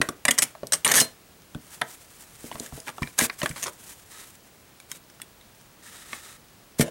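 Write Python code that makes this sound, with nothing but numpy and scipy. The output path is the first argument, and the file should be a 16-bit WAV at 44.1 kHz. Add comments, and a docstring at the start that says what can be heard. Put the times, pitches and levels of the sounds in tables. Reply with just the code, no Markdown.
"""A steel rifle is handled close to the microphone on a wooden table outdoors, in still air.
First its bolt carrier is fitted and pushed home: taps ring the steel modes of the receiver, stick-slip
grinds them, small parts ping on sine tones, one squeak glides upward, and soft pushes thump the table.
Then the rifle is turned in the hands: grit noise rubs, loose parts tick, and the carrier glides softly.
Last it is set down with a thump. Dull scatter, coloured noise and a thin whine lie around it all."""
import sys
import numpy as np
from scipy import signal
from scipy.fft import rfft, irfft
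from scipy.io import wavfile
from scipy.ndimage import uniform_filter1d, minimum_filter1d

SR = 44100
rng = np.random.default_rng(int(sys.argv[2]) if len(sys.argv) > 2 else 0)


def generate_wav(signal):
    """Clip the signal to [-1, 1] and save it as 16-bit WAV at the path in sys.argv[1]."""
    frames = np.transpose(np.atleast_2d(signal))
    scaled = np.clip(frames, -1, 1) * 32767
    pcm = np.round(scaled).astype(np.int16)
    wavfile.write(sys.argv[1], SR, pcm)


N = 304621

RING_S = 0.3  # length of every computed ring
THUD_HZ, BRIGHT_HZ, TOP_HZ = (100, 700), (3300, 16000), 16000
# Colour of grit rubbed close to the microphone. Each row: frequency in Hz, filter gain in dB.
RUB_COLOUR = [(200, -6), (650, -9), (1700, -4), (4500, -8), (8500, -1.5), (15000, -9)]


def undb(db):
    """Decibels to gain."""
    return 10 ** (np.asarray(db) / 20)


def unit(x):
    """Scale to rms 1."""
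    return x / np.sqrt(np.mean(x ** 2) + 1e-30)


def ring_time():
    """Time axis of one dying ring, in seconds."""
    return np.arange(int(RING_S * SR)) / SR


def fade(t, t60):
    """Exponential decay, 60 dB down at t60 seconds."""
    return np.exp(-np.log(1000) * t / t60)


def band(x, lo_hz, hi_hz, order=3):
    """Causal band-pass."""
    edges_hz = [lo_hz, min(hi_hz, SR / 2 - 1)]
    return signal.sosfilt(signal.butter(order, edges_hz, "band", fs=SR, output="sos"), x)


def colour(x, points, size=2048):
    """Causal filter through (Hz, dB) points, from the cepstrum of its log gain."""
    hz, db = np.transpose(points)
    grid = np.maximum(np.arange(size // 2 + 1) * SR / size, 1)
    gain = undb(np.interp(np.log(grid), np.log(hz), db))
    cepstrum = irfft(np.log(gain))
    # folding the cepstrum forward makes the filter minimum-phase
    cepstrum[1:size // 2] *= 2
    cepstrum[size // 2 + 1:] = 0
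    response = irfft(np.exp(rfft(cepstrum)))
    return signal.fftconvolve(x, response)[:len(x)]


def add(out, s, x):
    """Mix x into out from time s on."""
    i = max(int(s * SR), 0)
    out[i:i + len(x)] += x[:max(len(out) - i, 0)]


def asperities(n, per_s, spread_db):
    """Tiny impacts of rough surfaces: random moments, signs and sizes."""
    hits = rng.random(n) < per_s / SR
    signs = rng.choice([-1, 1], n)
    return hits * signs * undb(spread_db * rng.standard_normal(n))


def blows(first_db=1):
    """Each blow is a first touch, a chatter that lasts longer the stronger it is, then loose parts settling."""
    # Steel meets steel. Each row: start in seconds, clack level in dB,
    # hardness (bright tick over clack) in dB, pitch of the spot struck in Hz.
    blow_rows = [(0.015, -15, -5.5, 2006), (0.0882, -28, -2, 1430), (0.2521, -20, 1, 1900),
                 (0.2817, -12, -3, 2000), (0.3088, -17.5, 4, 3260), (0.379, -30.5, 2, 2100),
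                 (0.3849, -20.5, 12, 1940), (0.4225, -21, 2, 2590), (0.5517, -40, -17, 1100),
                 (0.6325, -29.5, -26, 600), (0.67, -52, 14, 5950), (0.722, -28.5, 7, 1700),
                 (0.8472, -20, 2.5, 2900), (0.867, -25.5, -8, 1750), (0.877, -37, 15.5, 1900),
                 (0.916, -18, 4, 1860), (0.9559, -18, -1, 1830), (0.978, -18.5, 1, 1830),
                 (1.0004, -28, 20, 2840), (1.548, -40.5, -8, 1530), (1.8141, -25, -8, 1040),
                 (1.8170, -22, -19, 1890), (2.5148, -33.5, -24, 1030), (2.526, -43, -10, 2230),
                 (2.5561, -37.5, -24, 1090), (2.598, -40, 5.5, 8400), (2.662, -45, 3.5, 1710),
                 (2.724, -43.5, -14, 1120), (2.802, -44.5, -4, 10200), (2.881, -34, -6.5, 2340),
                 (2.982, -36, -23, 1120), (3.0217, -31, -8.5, 1065), (3.03, -27.5, -14, 2340),
                 (3.0738, -39.5, -11, 2370), (3.1881, -21.5, 7, 1660), (3.2113, -25, -5, 2280),
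                 (3.2976, -28, -15, 2160), (3.4165, -27.5, -19, 1840), (3.4595, -23, -8.5, 1760),
                 (3.4926, -38.5, -17, 10000), (3.5118, -39, -5.5, 2330), (3.668, -35, -19, 9340),
                 (4.801, -50, 3, 2320), (4.9155, -37, 5.5, 3210), (5.2, -47, -7, 1300),
                 (5.217, -38.5, 3, 3400), (5.412, -53, -4, 3750), (6.131, -31, -16, 2220),
                 (6.796, -33, 3, 2110)]
    # a blow of the usual level chatters for usual_s, twice as long for each doubling_db more
    usual_db, usual_s, doubling_db = -29.5, 0.0026, 15
    out, t = np.zeros(N), ring_time()
    for s, db, hardness_db, pitch_hz in blow_rows:
        chatter_s = usual_s * 2 ** ((db - usual_db) / doubling_db)
        chatter = np.exp(-(t / chatter_s) ** 2)
        settling = undb(-25) * fade(t, 0.08)
        force = asperities(len(t), per_s=5000, spread_db=3) * (chatter + settling)
        force[0] += undb(first_db)
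        add(out, s, contact(force, db, hardness_db, pitch_hz, span=0.01, crack_t60=0.029,
                            thud_db=-18, spot_db=-3.5, below=3.4))
    return out


def contact(force, level_db, hardness_db, pitch_hz, span, crack_t60, thud_db, spot_db,
            below, above=1.033, spot_t60=0.023):
    """A force rings the steel around the pitch of the spot touched; edges brighten it and the table thuds."""
    # Colour of struck steel. Each row: frequency in Hz, filter gain in dB.
    steel_colour = [(300, -4.5), (600, 1.5), (770, -4.5), (1050, 4), (1400, -0.5), (1900, 8), (2350, 7.5),
                    (2650, 5.5), (3700, 14), (9500, 22), (12800, 7), (16000, -4)]
    t, n = ring_time(), len(force)
    steel = colour(signal.fftconvolve(force, receiver(crack_t60))[:n], steel_colour)
    spot_ring = np.sin(2 * np.pi * pitch_hz * t) * fade(t, spot_t60)
    spot = signal.fftconvolve(force, spot_ring)[:n]
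    body = unit(band(steel, pitch_hz / below, pitch_hz * above, order=2))
    clack = unit(body + undb(spot_db) * unit(spot))
    thud = unit(band(signal.fftconvolve(force, table())[:n], *THUD_HZ))
    bright = unit(band(steel, *BRIGHT_HZ))
    mix = clack + undb(thud_db) * thud + undb(hardness_db) * bright
    # the clack carries as much energy as its level held for the span
    return undb(level_db) * mix * np.sqrt(span / RING_S)


def receiver(dense_t60, damping=0.64, modes_db=-13, snap_db=-2):
    """Response of the steel to one tap: a snap, a dense short crack and modes whose mix varies by tap."""
    # Modes of the steel receiver. Each row: frequency in Hz and level in dB, both before scatter,
    # t60 in seconds before the holding hand damps it.
    receiver_modes = [(615, -8, .2), (1040, -2, .06), (1780, 0, .04), (2300, -3, .04), (3150, 0, .03),
                      (5043, -8, .05), (8130, -1, .07), (8760, -1, .06), (9450, -1, .08), (11720, 2, .07)]
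    scatter_db, detune, held_t60 = 2.5, 0.012, 0.25  # detune as a share of the pitch
    t = ring_time()
    noise = rng.standard_normal(len(t))
    edges = np.geomspace(THUD_HZ[0], TOP_HZ, 8)
    crack = np.zeros(len(t))
    for lo, hi in zip(edges, edges[1:]):
        # the gripping hand damps the high bands soonest
        crack += band(noise, lo, hi, order=2) * fade(t, dense_t60 * (2000 / hi) ** damping)
    chance = rng.standard_normal((len(receiver_modes), 3))
    modes = np.zeros(len(t))
    for (hz, db, t60), (a, b, phase) in zip(receiver_modes, chance):
        tone = np.sin(2 * np.pi * (hz * (1 + detune * b) * t + phase))
        modes += undb(db + scatter_db * a) * tone * fade(t, t60)
    modes = unit(modes * fade(t, held_t60))
    snap = unit(band(signal.unit_impulse(len(t)), 200, 6000, order=1))
    return undb(snap_db) * snap + unit(crack) + undb(modes_db) * modes


def grinds(release_s=0.0073, grit_db=-14, bite_share=0.18):
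    """Dragged steel sticks and slips every few milliseconds, with finer grit between."""
    # Steel dragged over steel. Each row: start in seconds, length in seconds, rasp level in dB,
    # hardness (bright scratch over rasp) in dB.
    grind_rows = [(0.42, 0.011, -21.5, 8), (0.731, 0.0029, -17, 7.5), (0.852, 0.014, -21.5, -1.5),
                  (0.879, 0.036, -24.5, -0.5), (0.935, 0.013, -20, 4), (0.952, 0.015, -17.5, 12),
                  (0.966, 0.024, -18, 5), (1.001, 0.012, -20, 7), (2.526, 0.15, -51, -23),
                  (2.863, 0.032, -36, -4), (3.195, 0.025, -27.5, -0.5), (3.428, 0.012, -25.5, -5.5),
                  (3.558, 0.02, -38.5, -2), (3.622, 0.019, -32, 6.5), (3.655, 0.024, -32, -6.5),
                  (6.805, 0.012, -23, 3), (6.827, 0.059, -37, -10.5)]
    # a harder scrape sounds higher: pitch at hardness 0, hardness that adds an octave, pitch limits
    base_hz, octave_db, lowest_hz, highest_hz = 1910, 8.5, 1000, 2800
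    out, t = np.zeros(N), ring_time()
    for s, length, db, hardness_db in grind_rows:
        moments = np.cumsum(rng.uniform(0.001, 0.0055, len(t)))
        moments = moments[moments < t[-1]] - moments[0]
        slips = np.zeros(len(t))
        slips[(moments * SR).astype(int)] = undb(4 * rng.standard_normal(len(moments)))
        grit = asperities(len(t), per_s=3000, spread_db=2)
        bite = np.minimum(t / (bite_share * length), 1)
        release = np.exp(-np.maximum(t - length, 0) / release_s)
        force = (slips + undb(grit_db) * grit) * bite * release
        pitch_hz = np.clip(base_hz * 2 ** (hardness_db / octave_db), lowest_hz, highest_hz)
        add(out, s, contact(force, db, hardness_db, pitch_hz, span=length, crack_t60=0.0083,
                            thud_db=-14, spot_db=-38, below=5.1))
    return out


def pings():
    """Small hard parts spring free, ring on one pitch and die away."""
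    # Each row: start in seconds, pitch in Hz, starting level in dB, t60 in seconds.
    ping_rows = [(.4235, 8600, -21, .04), (.7235, 8500, -15, .025), (.731, 8113, -15, .08),
                 (1.015, 9238, -32, .17), (1.018, 4167, -25, .17), (4.915, 3784, -47, .2)]
    out, t = np.zeros(N), ring_time()
    for s, hz, db, t60 in ping_rows:
        add(out, s, undb(db) * np.sin(2 * np.pi * hz * t) * fade(t, t60))
    return out


def squeak(t60=0.06):
    """The carrier's steel catches on steel and sings, ever higher as it is forced on."""
    # One row: start in seconds, length in seconds, level in dB before the fade,
    # first pitch in Hz, last pitch in Hz.
    s, length, db, first_hz, last_hz = (.851, .024, -11, 8700, 9400)
    out = np.zeros(N)
    t = np.arange(int(length * SR)) / SR
    song = signal.chirp(t, first_hz, length, last_hz, "quadratic") * fade(t, t60)
    add(out, s, undb(db) * song * signal.get_window(("tukey", 0.2), len(t)))
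    return out


def bumps(below=1.48, above=1.94, shove_db=-7, shove_cycles=1.3):
    """The rifle's weight bumps table or palm: a soft push shoves it and rings it around one pitch. A low thump
    also sounds at the very start."""
    # Each row: start in seconds, peak level of the ring in dB, pitch of the thump in Hz. # The first row is a
    # low thump already sounding as the scene opens.
    bump_rows = [(0.002, -22.5, 193), (0.017, -22, 378), (0.088, -24.5, 302), (.283, -23.5, 267),
                 (0.632, -30.5, 420), (0.919, -23, 450), (1.016, -21.5, 390), (1.552, -25.5, 141),
                 (2.442, -30, 318), (2.548, -35, 130), (2.604, -29, 333), (2.726, -33.5, 75),
                 (2.777, -32.5, 410), (3.019, -20, 117), (3.219, -19, 252), (3.432, -22, 268),
                 (3.501, -29.5, 101), (6.7964, -7, 250), (6.801, -13.5, 124)]
    out, t = np.zeros(N), ring_time()
    for s, db, hz in bump_rows:
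        ring = band(table(), hz / below, hz * above, order=2)
        shove = np.sin(np.pi * np.minimum(t * hz / shove_cycles, 1)) ** 2
        shove = band(shove, hz / 5, THUD_HZ[1], order=2)
        add(out, s, undb(db) * (ring / np.abs(ring).max() - undb(shove_db) * shove))
    return out


def table(scatter_db=1.6, detune=0.025):
    """Response of the wooden top to one tap: a few modes over the short, dense knock of its boards."""
    # Modes of the table under the rifle. Each row: frequency in Hz and level in dB,
    # both before scatter, t60 in seconds.
    table_modes = [(66, -7, .1), (138, -3, .15), (168, -9, .08), (240, -1, .06), (289, -5.5, .12),
                   (425, -8, .07), (615, -8, .14)]
    t = ring_time()
    chance = rng.standard_normal((len(table_modes), 2))
    modes = np.zeros(len(t))
    for (hz, db, t60), (a, b) in zip(table_modes, chance):
        tone = np.cos(2 * np.pi * hz * (1 + detune * b) * t)
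        modes += undb(db + scatter_db * a) * tone * fade(t, t60)
    boards = unit(band(rng.standard_normal(len(t)), *THUD_HZ)) * fade(t, 0.14)
    return modes + boards / 2


def slides(top_hz=10500):
    """The oiled carrier glides along its rails, hissing and singing in hollows; each push swells and sinks."""
    # Uneven pushes. Each row: start in seconds, length in seconds, level at the middle in dB.
    slide_rows = [(4.1, 0.15, -45), (5.824, 0.087, -46.5), (5.889, 0.21, -46), (6.077, 0.14, -42.5),
                  (6.176, 0.2, -46.5)]
    # Hollows of the receiver that the sliding excites. Each row: frequency in Hz, added band in dB.
    hollow_rows = [(1280, 3), (1830, 3), (3800, 2)]
    grit = band(friction(catch_db=1.5), THUD_HZ[0], top_hz, order=1)
    singing = sum(undb(db) * band(grit, hz / 1.035, hz * 1.035, order=1) for hz, db in hollow_rows)
    t = np.arange(N) / SR
    power = np.zeros(N)
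    for s, length, db in slide_rows:
        power += undb(db) ** 2 * np.sin(np.pi * np.clip((t - s) / length, 0, 1))
    # rounding can leave the sine's end a hair off zero, never audibly
    return unit(grit + singing) * np.sqrt(np.maximum(power, 0))


def friction(catch_db=3.0, catch_s=0.022):
    """Fine grit of two sliding surfaces that catch and let go."""
    catch = unit(uniform_filter1d(rng.standard_normal(N), int(catch_s * SR)))
    grit = asperities(N, per_s=9000, spread_db=4)
    return colour(grit * undb(catch_db * catch), RUB_COLOUR)


def rubbing(pressure, ticks_db=-44):
    """Fingers rub over the steel, and now and then a loose part ticks."""
    tap = colour(receiver(dense_t60=0.025), RUB_COLOUR)
    moments = asperities(N, per_s=11.0, spread_db=5)
    ticks = signal.fftconvolve(moments, tap / np.abs(tap).max())[:N]
    rub = unit(friction()) * pressure
    return band(rub + undb(ticks_db) * ticks, THUD_HZ[0], TOP_HZ, order=2)


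def hand_pressure(grip_db=-66, turning_db=-53):
    """A steady creeping grip, firmer while turning the rifle, with single strokes on top."""
    # A hand rubs over the rifle. Each row: start in seconds, length in seconds,
    # level in dB before the rubbing is band-passed.
    stroke_rows = [(1.718, 0.029, -41.5), (1.89, 0.048, -44), (2.202, 0.037, -45.5), (2.424, 0.25, -47.5),
                   (2.737, 0.049, -47.5), (3.199, 0.049, -23), (3.4, 0.099, -39.5), (3.566, 0.13, -43.5),
                   (3.842, 0.082, -44.5), (4.903, 0.052, -45), (6.803, 0.011, -28.5)]
    # The rifle is being turned over: start in seconds, end in seconds.
    turning = (1.62, 4.35)
    power = undb(grip_db) ** 2 + (undb(turning_db) * swell(*turning)) ** 2
    for s, length, db in stroke_rows:
        power += (undb(db) * swell(s, s + length)) ** 2
    return np.sqrt(power)


def swell(start, end, attack_s=0.023, release_s=0.027):
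    """A stroke swells ahead of its start, holds and lets go after its end."""
    corners = [start - attack_s, start, end, end + release_s]
    return np.interp(np.arange(N) / SR, corners, [0, 1, 1, 0])


def shiver(knocks, level_db=-17.5, t60=0.2):
    """Loose parts take up a share of each knock's sharp edge and lose it slowly."""
    keep = fade(1 / SR, t60) ** 2  # power kept from sample to sample
    edge_power = band(knocks, *BRIGHT_HZ) ** 2
    return undb(level_db) * np.sqrt(signal.lfilter([1 - keep], [1, -keep], edge_power))


def surroundings(x, wet_db=-21, t60=0.25, delay_s=0.00087, dull_hz=1300):
    """Ground and nearby things scatter a thin, dull tail back."""
    t = ring_time()
    tail = band(rng.standard_normal(len(t)), 130, dull_hz, order=1) * fade(t, t60) * (t > delay_s)
    return undb(wet_db) * signal.fftconvolve(x, unit(tail) / np.sqrt(len(t)))[:N]


def background(air_db=-54, whine_hz=15732, whine_db=-67):
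    """Still outdoor air and microphone hiss as one coloured noise, and a faint electronic whine."""
    # Colour of the still air. Each row: frequency in Hz, filter gain in dB.
    air_colour = [(15, -62), (25, -9.5), (113, -6), (1400, -17.5), (14000, -26.5)]
    air = unit(colour(rng.standard_normal(N), air_colour))
    whine = np.sqrt(2) * np.sin(2 * np.pi * whine_hz * np.arange(N) / SR)
    return undb(air_db) * air + undb(whine_db) * whine


def scene():
    """The rifle on the table, in the open."""
    knocks = blows() + grinds() + pings() + squeak() + bumps()
    pressure = np.hypot(hand_pressure(), shiver(knocks))
    rifle = knocks + slides() + rubbing(pressure)
    return (rifle + surroundings(rifle) + background())[None]


def record(dry, ceiling=0.58):
    """A fast limiter holds the loudest peaks down, and the recorder cuts the top."""
    size = SR // 1000  # one millisecond
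    gain = np.minimum(1, ceiling / (np.abs(dry) + 1e-9))
    gain = uniform_filter1d(minimum_filter1d(gain, 2 * size + 1), size)
    top_cut = signal.ellip(8, 0.2, 70, TOP_HZ, fs=SR, output="sos")
    return signal.sosfilt(top_cut, dry * gain)


dry = scene()
out = record(dry)
generate_wav(out)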